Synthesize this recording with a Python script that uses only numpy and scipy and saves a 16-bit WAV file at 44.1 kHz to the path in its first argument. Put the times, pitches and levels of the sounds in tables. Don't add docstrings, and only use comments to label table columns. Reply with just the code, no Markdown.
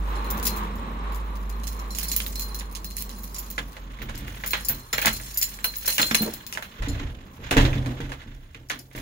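import sys
import numpy as np
from scipy import signal
from scipy.fft import rfft, irfft, next_fast_len
from scipy.io import wavfile
from scipy.ndimage import uniform_filter1d, map_coordinates

SR = 44100
rng = np.random.default_rng(int(sys.argv[2]) if len(sys.argv) > 2 else 0)


def dump_mix(stems):
    frames = np.atleast_2d(stems).T
    limited = np.clip(frames, -1, 1)
    pcm = np.round(limited * 32767).astype(np.int16)
    wavfile.write(sys.argv[1], SR, pcm)


N = 397341


def amp(db):
    return 10 ** (np.asarray(db) / 20)


def along(points, hz):
    f, values = np.transpose(points)
    return np.interp(np.log(hz + 1), np.log(f + 1), values)


def level_curve(points):
    return np.interp(np.arange(N) / SR, *np.transpose(points), left=-120)


def wobble(rate):
    return map_coordinates(rng.standard_normal(int(N * rate / SR) + 4), [np.arange(N) * rate / SR])


def filtered(x, response):
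    size = next_fast_len(x.shape[-1] + 8192)
    return irfft(rfft(x, size) * response(np.fft.rfftfreq(size, 1 / SR)), size)[..., :x.shape[-1]]


def coloured(points):
    return lambda hz: amp(along(points, hz))


def resonances(peaks):
    return lambda f: sum((-1) ** k * amp(db) * 1j * f * width / (hz * hz - f * f + 1j * f * width)
                         for k, (hz, width, db) in enumerate(peaks))


def noise(response, grain_db=0., rate=400):
    # (frequency [Hz], likeness [0 to 1])
    likeness = [(30, .995), (150, .985), (400, .85), (800, .45), (3000, .25), (15000, .15)]

    def mid_and_side(hz):
        angle = np.arccos(np.clip(along(likeness, hz), -1, 1)) / 2
        return response(hz) * [np.cos(angle), np.sin(angle)]

    pair = rng.standard_normal((2, N)) * amp(grain_db * wobble(rate))
    mid, side = filtered(pair, mid_and_side)
    stereo = np.array([mid + side, mid - side])
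    return stereo / np.sqrt(np.mean(stereo ** 2) + 1e-20)


def bursts(times, db, t60, rise, pan_db=0):
    power = np.zeros((2, N + 2 * SR))
    for start, level, life, pan, swell in np.broadcast(times, db, t60, pan_db, rise):
        t = np.arange(int(np.clip(life, .005, 1.9) * SR)) / SR
        shape = amp(level - 60 * t / life) * (1 - np.exp(-t / max(swell, 1e-4)))
        power[:, round(start * SR):][:, :len(t)] += (amp([[pan / 2], [-pan / 2]]) * shape) ** 2
    return np.sqrt(power[:, :N])


def spikes(times, db, pan_db, response):
    pulses = np.zeros((2, N))
    signs = rng.choice([-1, 1], len(times))
    pulses[:, np.round(times * SR).astype(int)] = amp(db + np.array([pan_db, -pan_db]) / 2) * signs
    return filtered(pulses, response) / np.mean(np.abs(response(np.fft.rfftfreq(4096, 1 / SR))))


def ringing(notes, times, db, scatter_db, damp_db, blur):
    out, knots = np.zeros((2, N)), np.arange(0, N + 650, 650)
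    at = np.clip(np.round(times * SR).astype(int), 0, N - 1)
    for hz, level, t60 in notes:
        draw = rng.uniform(-1.6, 1.6, (len(at), 4))
        blows = np.zeros((2, N), complex)
        for mic in range(2):
            blow_db = db + level + scatter_db * draw[:, 0] + 2.4 * draw[:, 1 + mic]
            blows[mic, at] = amp(blow_db) * np.exp(1j * mic * draw[:, 3])
        pole = amp(-60 / (t60 * SR)) * np.exp(2j * np.pi * hz / SR)
        ring = signal.lfilter([1], [1, -pole], blows)
        touch, twist = (np.interp(np.arange(N), knots, v) for v in rng.standard_normal((2, len(knots))))
        out += (ring * amp(-damp_db * np.abs(touch)) * np.exp(1j * blur * twist)).imag
    return out


def street():
    # (time [s], level [dB])
    engine_levels = [(0.0, -27), (0.9, -35.5), (1.12, -30.5), (2.6, -35), (2.76, -38.5), (4.2, -40.5),
                     (6.2, -49)]
    # (time [s], level [dB])
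    road_levels = [(0.0, -43), (0.6, -41.5), (1.25, -47.5), (2.9, -54), (3.9, -56.5), (5.7, -60),
                   (7.9, -59.5), (8.35, -79), (9.01, -78)]
    # (frequency [Hz], level [dB])
    rumble_tone = [(12, -50), (20, -13), (32, -1), (53, 0), (67, -3.5), (82, -22), (129, -31.5), (189, -14),
                   (340, -32), (600, -33), (780, -40), (1320, -120)]
    # (frequency [Hz], level [dB])
    tyre_tone = [(180, -60), (300, 0), (418, 1), (701, -8.5), (814, 0.5), (1120, 7.5), (1340, -2),
                 (3030, -12.5), (4020, -14), (4520, -25.5), (8790, -32), (16000, -65)]
    t = np.arange(N) / SR
    engine_hz = 48.9 - 1.52 * (t > 2.68) + 1.344 * wobble(5.4)
    engine_db = np.where(t < engine_levels[-1][0], level_curve(engine_levels) + 0.54 * wobble(3.67), -120)
    engine = np.sqrt(2) * amp(engine_db) * np.sin(2 * np.pi * np.cumsum(engine_hz) / SR)
    road_db = level_curve(road_levels)
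    flattened = lambda f: amp(np.minimum(along(rumble_tone, f), -17)) / (1 + (40 / (f + 1)) ** 4)
    rumble = amp(0.67 * road_db - 12.5 + 1.6 * wobble(6.1)) * noise(flattened)
    hiss = amp(road_db + 4.0 + 2.3 * wobble(8.2)) * noise(coloured(tyre_tone))
    dip_db = sum(db * np.exp(-((t - when) / 0.042) ** 2) for when, db in [(3.75, -12), (4.87, -27)])
    return amp(dip_db) * (engine + rumble) + hiss


def hallway(x):
    # (frequency [Hz], fade time [s])
    fade_times = [(300, 0.17), (2000, 0.15), (12000, 0.13)]
    hz, t, spectrum = signal.stft(rng.standard_normal((2, SR // 3)), SR, nperseg=256)
    tail = signal.istft(spectrum * amp(-60 * t / along(fade_times, hz)[:, None]), SR, nperseg=256)[1]
    return signal.fftconvolve(x, tail / np.linalg.norm(tail[0]), axes=1)[:, :N]


def door():
    # (time [s], panel level [dB], upper notes against it [dB], sway [dB], glass [dB])
    blows = [(3.581, -39.5, 2, -58, -52), (3.852, -59, 11, -52, -52), (4.013, -34, -3, -37, -39.5),
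             (4.088, -32, -23, -35, -40), (4.147, -36, -6.5, -46, -44), (4.222, -29, -11.5, -39, -36),
             (4.696, -29.5, -12.5, -41.5, -45), (4.935, -33, -26.5, -52, -45),
             (5.061, -17.5, -22.5, -40.5, -35.5), (5.996, -22, -11.5, -55, -45),
             (6.113, -17, -18.5, -48, -52), (6.208, -14.5, -20, -45, -46), (6.79, -43, 2.5, -26, -41),
             (6.874, -28, -0.5, -24, -41), (7.001, -37.5, 1.5, -28, -49), (7.391, -48, 5.5, -36.5, -45),
             (7.513, -24, 3.5, -26, -35), (7.564, -14.5, 4.5, -13.5, -15.5), (7.755, -20, -6.5, -26, -28),
             (7.863, -26.5, -1, -40, -33), (8.001, -26, -6.5, -32, -35.5), (8.262, -36, -9, -38.5, -46),
             (8.36, -54, -2, -42, -64), (8.555, -53, 6, -51, -53), (8.719, -44, 3, -60, -51),
             (8.95, -35.5, 0, -38, -44)]
    # (frequency [Hz], width [Hz], level [dB])
    sway_peaks = [(32.3, 13, -1), (92, 70, -5.5)]
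    # (pitch [Hz], level [dB], fade time [s])
    low_notes = [(218, -4.5, 0.29), (173, -7, 0.18)]
    # (pitch [Hz], level [dB], fade time [s])
    upper_notes = [(281.3, 1.5, 0.31), (376.5, -11.5, 0.4), (454.4, -5, 0.19)]
    # (frequency [Hz], width [Hz], level [dB])
    murmur_peaks = [(231, 18, 2.5), (258, 84, 1.5), (396, 120, -11.5), (447, 45, -12.5), (690, 510, -13)]
    # (time [s], level [dB])
    rub_levels = [(6.19, -44), (6.292, -34), (6.42, -62)]
    times, panel_db, upper_offset_db, sway_db, glass_db = np.transpose(blows)
    upper_db = panel_db + upper_offset_db
    glass_hz, resting_db = 128.8, -55.5
    glass = amp(1.6 + 2.2 * wobble(12)) * np.sin(2 * np.pi * np.cumsum(glass_hz + 2.5 * wobble(14)) / SR)
    glass = glass * (bursts(times, glass_db, t60=0.72, rise=0.01) + amp(resting_db - 5))
    sway = noise(lambda f: resonances(sway_peaks)(f) ** 2)
    sway /= np.sqrt(np.abs(uniform_filter1d(np.mean(sway ** 2, axis=0), SR // 12)) + 0.12)
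    sway *= bursts(times, sway_db + 2.5, t60=0.57, rise=0.023) + amp(resting_db)
    low = ringing(low_notes, times, panel_db - 3.5, scatter_db=1.0, damp_db=-2.0, blur=0.32)
    upper = ringing(upper_notes, times, upper_db + 1.0, scatter_db=2.5, damp_db=4.0, blur=0.85)
    thumps = np.mean(low + upper, axis=0)
    soft_contact = lambda f: (1j * f / (120 + 1j * f)) ** 2 / (1 + 1j * f / 700)
    rub = noise(resonances([(327, 140, -4), (516, 280, -6.5), (776, 290, -8.5)]), grain_db=-5.5, rate=47)
    rub *= amp(np.where(np.arange(N) / SR < rub_levels[-1][0], level_curve(rub_levels), -120))
    murmur = noise(resonances(murmur_peaks), grain_db=2.0, rate=72)
    murmur *= bursts(times, 0.78 * upper_db - 16, t60=0.82, rise=0.016)
    shudder = noise(resonances([(810, 980, 0), (3600, 1800, 2)]), grain_db=-8.5, rate=78)
    shudder *= bursts(times, upper_db - 23, t60=0.74, rise=0.03)
    return sway + glass + filtered(thumps, soft_contact) + rub + murmur + shudder


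def lock():
    # (time [s], level [dB], pitch [Hz], knock level [dB], rattle fade time [s])
    clicks = [(1.983, -38, 956, -50, 0.5), (2.2028, -21.5, 3150, -65, 0.02),
              (2.264, -29, 3700, -57.5, 0.031), (2.6082, -32.5, 3630, -75, 0.11),
              (3.006, -44, 3600, -89, 0.1), (3.58, -19.5, 2010, -35, 0.082),
              (3.7673, -33.5, 2060, -40, 0.059), (3.988, -37, 2000, -54, 0.11),
              (4.018, -29.5, 2030, -50, 0.1), (4.094, -31.5, 1040, -38.5, 0.085),
              (4.281, -31.5, 2160, -49, 0.028), (4.4369, -26.5, 1980, -36, 0.13),
              (4.5334, -16, 2270, -81, 0.16), (4.687, -39, 2620, -51, 0.12),
              (4.6969, -31.5, 1810, -37, 0.25), (4.9313, -20.5, 1930, -32, 0.17),
              (4.9816, -16, 1850, -33.5, 0.073), (5.02, -22, 2590, -50, 0.24),
              (5.0487, -19, 1930, -21, 0.17), (5.069, -12, 2120, -27.5, 0.12),
              (5.1997, -34.5, 1990, -45, 0.083), (5.5884, -36.5, 2303, -62, 0.077),
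              (5.6441, -19.5, 2880, -31, 0.053), (5.7383, -38.5, 2360, -68, 0.12),
              (5.8474, -33.5, 2170, -41, 0.15), (5.8762, -26, 3360, -31.5, 0.18),
              (5.9822, -14, 2970, -46, 0.083), (5.996, -10.5, 1600, -38, 0.086),
              (6.0298, -13.5, 3430, -48.5, 0.037), (6.0828, -39, 3190, -60, 0.053),
              (6.111, -17, 1600, -57, 0.07), (6.1466, -12.5, 2880, -46.5, 0.047),
              (6.526, -28.5, 2700, -50, 0.034), (6.551, -30.5, 2810, -41, 0.074),
              (6.5736, -19, 1720, -32, 0.027), (6.624, -29, 1660, -53, 0.13), (6.821, -31, 1120, -33, 0.36),
              (6.9803, -49, 2050, -52, 0.084), (7.5105, -16.5, 2590, -18, 0.19),
              (7.568, -13, 1550, -17.5, 0.31), (7.612, -22, 3320, -29.5, 0.1),
              (7.652, -21.5, 3720, -31.5, 0.15), (7.7306, -27, 2380, -54, 0.2),
              (7.86, -28.5, 1060, -32, 0.054), (8.003, -33.5, 1690, -36, 0.3),
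              (8.093, -39, 1650, -38, 0.098), (8.1187, -26.5, 1360, -35.5, 0.11),
              (8.2173, -38.5, 2100, -45.5, 0.11), (8.5465, -36, 2440, -67, 0.11),
              (8.7009, -20.5, 2180, -46, 0.17), (8.913, -45.5, 2190, -56, 0.14),
              (8.9502, -36, 2080, -39, 0.17), (8.977, -32.5, 2160, -44, 0.16)]
    # (frequency [Hz], level [dB])
    case_tone = [(180, -34), (300, -12), (614, -8.5), (1580, -1), (2610, -5), (3400, -2.5), (4830, -17),
                 (7200, -16.5), (8090, -36), (13300, -31.5), (14000, -30), (16000, -33.5)]
    # (time [s], level [dB])
    slide_levels = [(3.4, -62), (3.9, -53.5), (4.2, -45), (4.6, -49), (4.9, -60.5), (5.46, -50.5),
                    (5.73, -55), (6.18, -40), (6.54, -56), (7.0, -41.5), (7.2, -56), (7.4, -58),
                    (7.44, -41), (7.6, -45), (8.06, -49.5), (8.25, -56), (8.9, -65.5), (9.01, -58)]
    times, click_db, pitches, knock_db, t60 = np.transpose(clicks)
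    pulses, t = np.zeros(N + SR), np.arange(SR // 50) / SR
    for start, db, hz in zip(times, click_db, pitches):
        pulses[round(start * SR):][:len(t)] += amp(db + 8.5 - 60 * t / .0045) * np.sin(2 * np.pi * hz * t)
    case = noise(coloured(case_tone), grain_db=3.5, rate=640)
    rattle = bursts(times, click_db - 6.5, np.clip(t60, .02, .4), rise=0.0002) * case
    knock = bursts(times, knock_db - 4.0, t60=0.13, rise=0.00074) * noise(resonances([(658, 560, 0)]))
    sliding = amp(level_curve(slide_levels) - 1.5) * noise(coloured(case_tone), grain_db=4.5, rate=120)
    ticks = spikes(times, click_db - 1, np.zeros_like(times), resonances([(2800, 4500, 0)]))
    no_bass = lambda f: (1j * f / (600 + 1j * f)) ** 2
    return filtered(pulses[:N] + ticks, no_bass) + rattle + knock + sliding


def key_chatter(shaking, life, count):
    draw, age = rng.random((count, 6)), np.arange(SR // 50)
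    at = (draw[:, 0] * (N - 1)).astype(int)
    hz, t60 = 3000 + 12800 * draw[:, 1:2], life * (0.17 + draw[:, 2:3])
    fade = (1.01 - draw[:, 3:4]) ** -.4 * amp(-60 * age / SR / t60)
    phase, shift = 2 * np.pi * hz * age / SR, 3 * draw[:, 4:5]
    notes = [shaking[mic, at, None] * fade * np.sin(phase + mic * shift) for mic in range(2)]
    return np.array([np.bincount((at[:, None] + age).ravel(), side.ravel(), N + SR)[:N] for side in notes])


def keys():
    # (time [s], level [dB], big key [dB], small keys [dB], brightness [dB])
    clinks = [(0.1535, -39, -45, -48, -13), (0.2433, -32, -50, -56, -5), (0.303, -17.5, -61, -39, -3),
              (0.3725, -24, -55, -62, -6), (0.4279, -16, -55, -43, -8), (0.4531, -8, -33, -23, -8),
              (0.4683, -2, -51, -41, -13), (0.5621, -20, -53, -63, -10), (0.7565, -39, -69, -59, -1),
              (1.1217, -30.5, -68, -52, -6), (1.1473, -24, -63, -59, -9), (1.356, -30.5, -64, -71, -13.5),
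              (1.4947, -26, -54, -64, -12), (1.6345, -21, -52, -53, -18.5), (1.67, -15.5, -49, -36, -18.5),
              (1.7227, -28, -54, -58, -12), (1.792, -30, -55, -43, -16), (1.9059, -31, -39.5, -35, -17),
              (1.949, -17, -54, -38, -23), (1.9705, -21.5, -45, -42.5, -17), (1.9854, -8.5, -43, -33, -12),
              (2.0303, -12, -37, -44, -11), (2.083, -23, -42, -29, -23.5), (2.116, -10, -38, -28.5, -14),
              (2.163, -12, -48, -32.5, -1), (2.2015, -20, -56, -44, -26), (2.2636, -25.5, -53, -41, 0),
              (2.356, -15.5, -35, -49, -16), (2.395, -12.5, -44, -39, -8), (2.4194, -31, -41.5, -32, -12),
              (2.4818, -34, -40, -58, -10), (2.5454, -20, -37, -39.5, -7), (2.589, -23, -40.5, -42, -16),
              (2.713, -31, -69, -56, -5), (2.7508, -16, -54, -57, -22), (2.8447, -16.5, -44, -38, -8),
              (2.9033, -20, -50, -54, -24), (2.9667, -16.5, -46.5, -48, -9), (2.9822, -18, -46.5, -36, -5),
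              (3.0063, -19.5, -57, -52, -5), (3.0932, -18, -59, -56, -21), (3.1857, -33, -62, -58, -3),
              (3.234, -26, -59, -58, -2), (3.3448, -16.5, -99, -33, -18), (3.3836, -22, -54, -36, 0),
              (3.5018, -22.5, -50, -64, -4), (3.5795, -38, -60, -41, -20), (3.6765, -39, -71, -70, -12),
              (3.7217, -31.5, -67, -64, -11), (4.022, -33, -72, -51, -3), (4.0941, -34, -70, -54, -14),
              (4.151, -25, -63.5, -52, -23), (4.1769, -22, -71, -53, -10), (4.2773, -30.5, -68, -63, -12.5),
              (4.349, -37, -64, -60, -6), (4.462, -18.5, -56, -47, -3), (4.4754, -18.5, -41, -39, 1),
              (4.5072, -15.5, -39, -36, -4), (4.6482, -28, -41, -31, 1), (4.6853, -11.5, -41, -39, 1.5),
              (4.9288, -10, -39, -27.5, -15), (4.9791, -14.5, -42, -46, -11), (5.016, -9, -34, -42, -11),
              (5.0581, 3, -30.5, -44, -16.5), (5.1292, -24, -38, -38, 3.5), (5.3433, -31, -54, -38, 2),
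              (5.3736, -14, -53.5, -27.5, 1), (5.414, -11.5, -34, -24, -6),
              (5.4249, -6.5, -33.5, -22.5, -8), (5.6425, -9, -31, -26.5, -2), (5.749, -27, -63, -54, -9.5),
              (5.7654, -25, -49, -57, 8), (5.8588, -18.5, -35, -37, -7), (5.878, -10.5, -33, -30, -2),
              (5.9807, -5, -35, -35, -19), (6.0155, -18, -26.5, -24, -1), (6.084, -36.5, -42, -52, -26),
              (6.111, -16, -44, -31, -25), (6.1462, -0.5, -16.5, -36, -16), (6.2194, -15, -34, -45, 0.5),
              (6.336, -18.5, -53, -47, -10), (6.4657, -19, -53, -46, -8), (6.5257, -13.5, -62, -35, -41.5),
              (6.6238, -26, -49, -57, -14), (6.8848, -22, -28, -37, -26), (7.5088, -18, -38.5, -44, -21),
              (7.5693, -18.5, -34, -48, -25), (8.118, -42, -57, -67, -24), (8.687, -39, -51, -49, -15),
              (8.6986, -15.5, -28, -39, -38), (8.7908, -30, -61, -44.5, -11), (8.96, -33, -60, -60, -1)]
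    # (time [s], level [dB])
    shake_levels = [(0.0, -53.5), (1.0, -62.5), (1.8, -58.5), (2.13, -36.5), (2.7, -62), (3.4, -47.5),
                    (3.8, -62), (4.1, -64.5), (4.55, -44), (4.9, -53), (5.25, -43), (5.7, -50), (5.95, -28),
                    (6.45, -60), (7.2, -65.5), (7.6, -55), (8.3, -67.5), (8.9, -67.5), (9.01, -43)]
    # (time [s], left minus right [dB])
    positions = [(0, 3), (1.5, 9), (1.65, -10.5), (3.4, -3.5), (3.7, 6), (9.01, 9)]
    # (frequency [Hz], level [dB])
    steel_tone = [(1180, -16), (2000, -2.5), (2860, -0.5), (4120, 1), (5680, 3.5), (6590, 3.5), (7060, 2.5),
                  (8550, -8), (10100, 1), (16000, -6)]
    # (pitch [Hz], level [dB], fade time [s])
    big_notes = [(4161, 0, .3), (9800, -7, .14), (10775, -9, .15)]
    # (pitch [Hz], level [dB], fade time [s])
    small_notes = [(7110, -2, .09), (4947, -10, .08), (5491, -8, .1), (5997, -12, .07), (10430, -11, .1),
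                   (11790, -8, .1)]
    # (pitch [Hz], level [dB], fade time [s])
    top_notes = [(14318, -4, .14), (15600, -6, .1), (12160, -8, .12), (12370, -10, .1), (13220, -9, .1),
                 (15170, -7, .1)]
    in_lock_s, door_swings_s = 3.55, 6.7
    times, clink_db, big_db, small_db, bright_db = np.transpose(clinks)
    in_hand = times < in_lock_s
    rise, snap_db = np.where(in_hand, 0.0046, 0.0042), clink_db + np.where(in_hand, -7, -5)
    pan_db = np.interp(times, *np.transpose(positions))
    tone = coloured(steel_tone)

    steel = noise(tone, grain_db=9.5, rate=900)
    treble = filtered(steel, lambda f: 1 / (1 + (11000 / (f + 1)) ** 6))
    blows = bursts(times, clink_db - 16.0, t60=0.082, rise=rise, pan_db=pan_db)
    crack = blows * (steel - treble)
    crack += bursts(times, clink_db + bright_db + 0.67, t60=0.069, rise=0.17 * rise, pan_db=pan_db) * treble
    snap = bursts(times, snap_db - 3.5, t60=0.0051, rise=0.00013, pan_db=pan_db) * noise(tone)
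    snap += spikes(times + .0004, snap_db - 2, pan_db, lambda f: tone(f) * (f < 16000))

    shaking = amp(level_curve(shake_levels)) + bursts(times, clink_db - 35, t60=0.44, rise=0.022)[0]
    touches = rng.uniform(0, N / SR, 700)
    touch_db = 20 * np.log10(shaking[(touches * SR).astype(int)]) - 9
    hits = np.append(times, touches)
    big_hits_db = np.append(big_db + 5.5, touch_db - 2.5) - 18 * (hits > door_swings_s)
    small_hits_db = np.append(small_db + 6.5, touch_db + 3.5)
    top_hits_db = np.append(clink_db + bright_db - 4, touch_db + 9.0)
    rings = ringing(big_notes, hits, big_hits_db, scatter_db=1.8, damp_db=9.5, blur=1.3)
    rings += ringing(small_notes, hits, small_hits_db, scatter_db=2.0, damp_db=10.0, blur=3.05)
    rings += ringing(top_notes, hits, top_hits_db, scatter_db=3.5, damp_db=11.0, blur=2.6)
    chatter = amp(-5.5) * key_chatter(shaking + .5 * blows, life=0.022, count=4000)
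    rustle = amp(-5) * shaking * noise(tone, grain_db=5.5, rate=140)
    return crack + snap + rings + chatter + rustle


def scene():
    near = keys() + amp([[-1.2], [1.2]]) * lock()
    left, right = near + amp(-5.5) * hallway(near) + door() + street()
    delay_s = lambda f: 20 / SR / (1 + (700 / (f + 1)) ** 4)
    right = filtered(right, lambda f: np.exp(-2j * np.pi * f * delay_s(f)))
    return np.array([amp(0.66) * left, amp(2.14) * right])


def record(dry):
    ceiling, edge_hz, top_hz = 0.88, 15800, 17167
    squeezed = dry / (1 + np.abs(dry / ceiling) ** 4) ** (1 / 4)
    treble_cut = lambda hz: np.where(hz < edge_hz, 1, amp(-35 - (hz - edge_hz) / 40)) * (hz < top_hz)
    return filtered(squeezed, treble_cut)


dry = scene()
out = record(dry)
dump_mix(out)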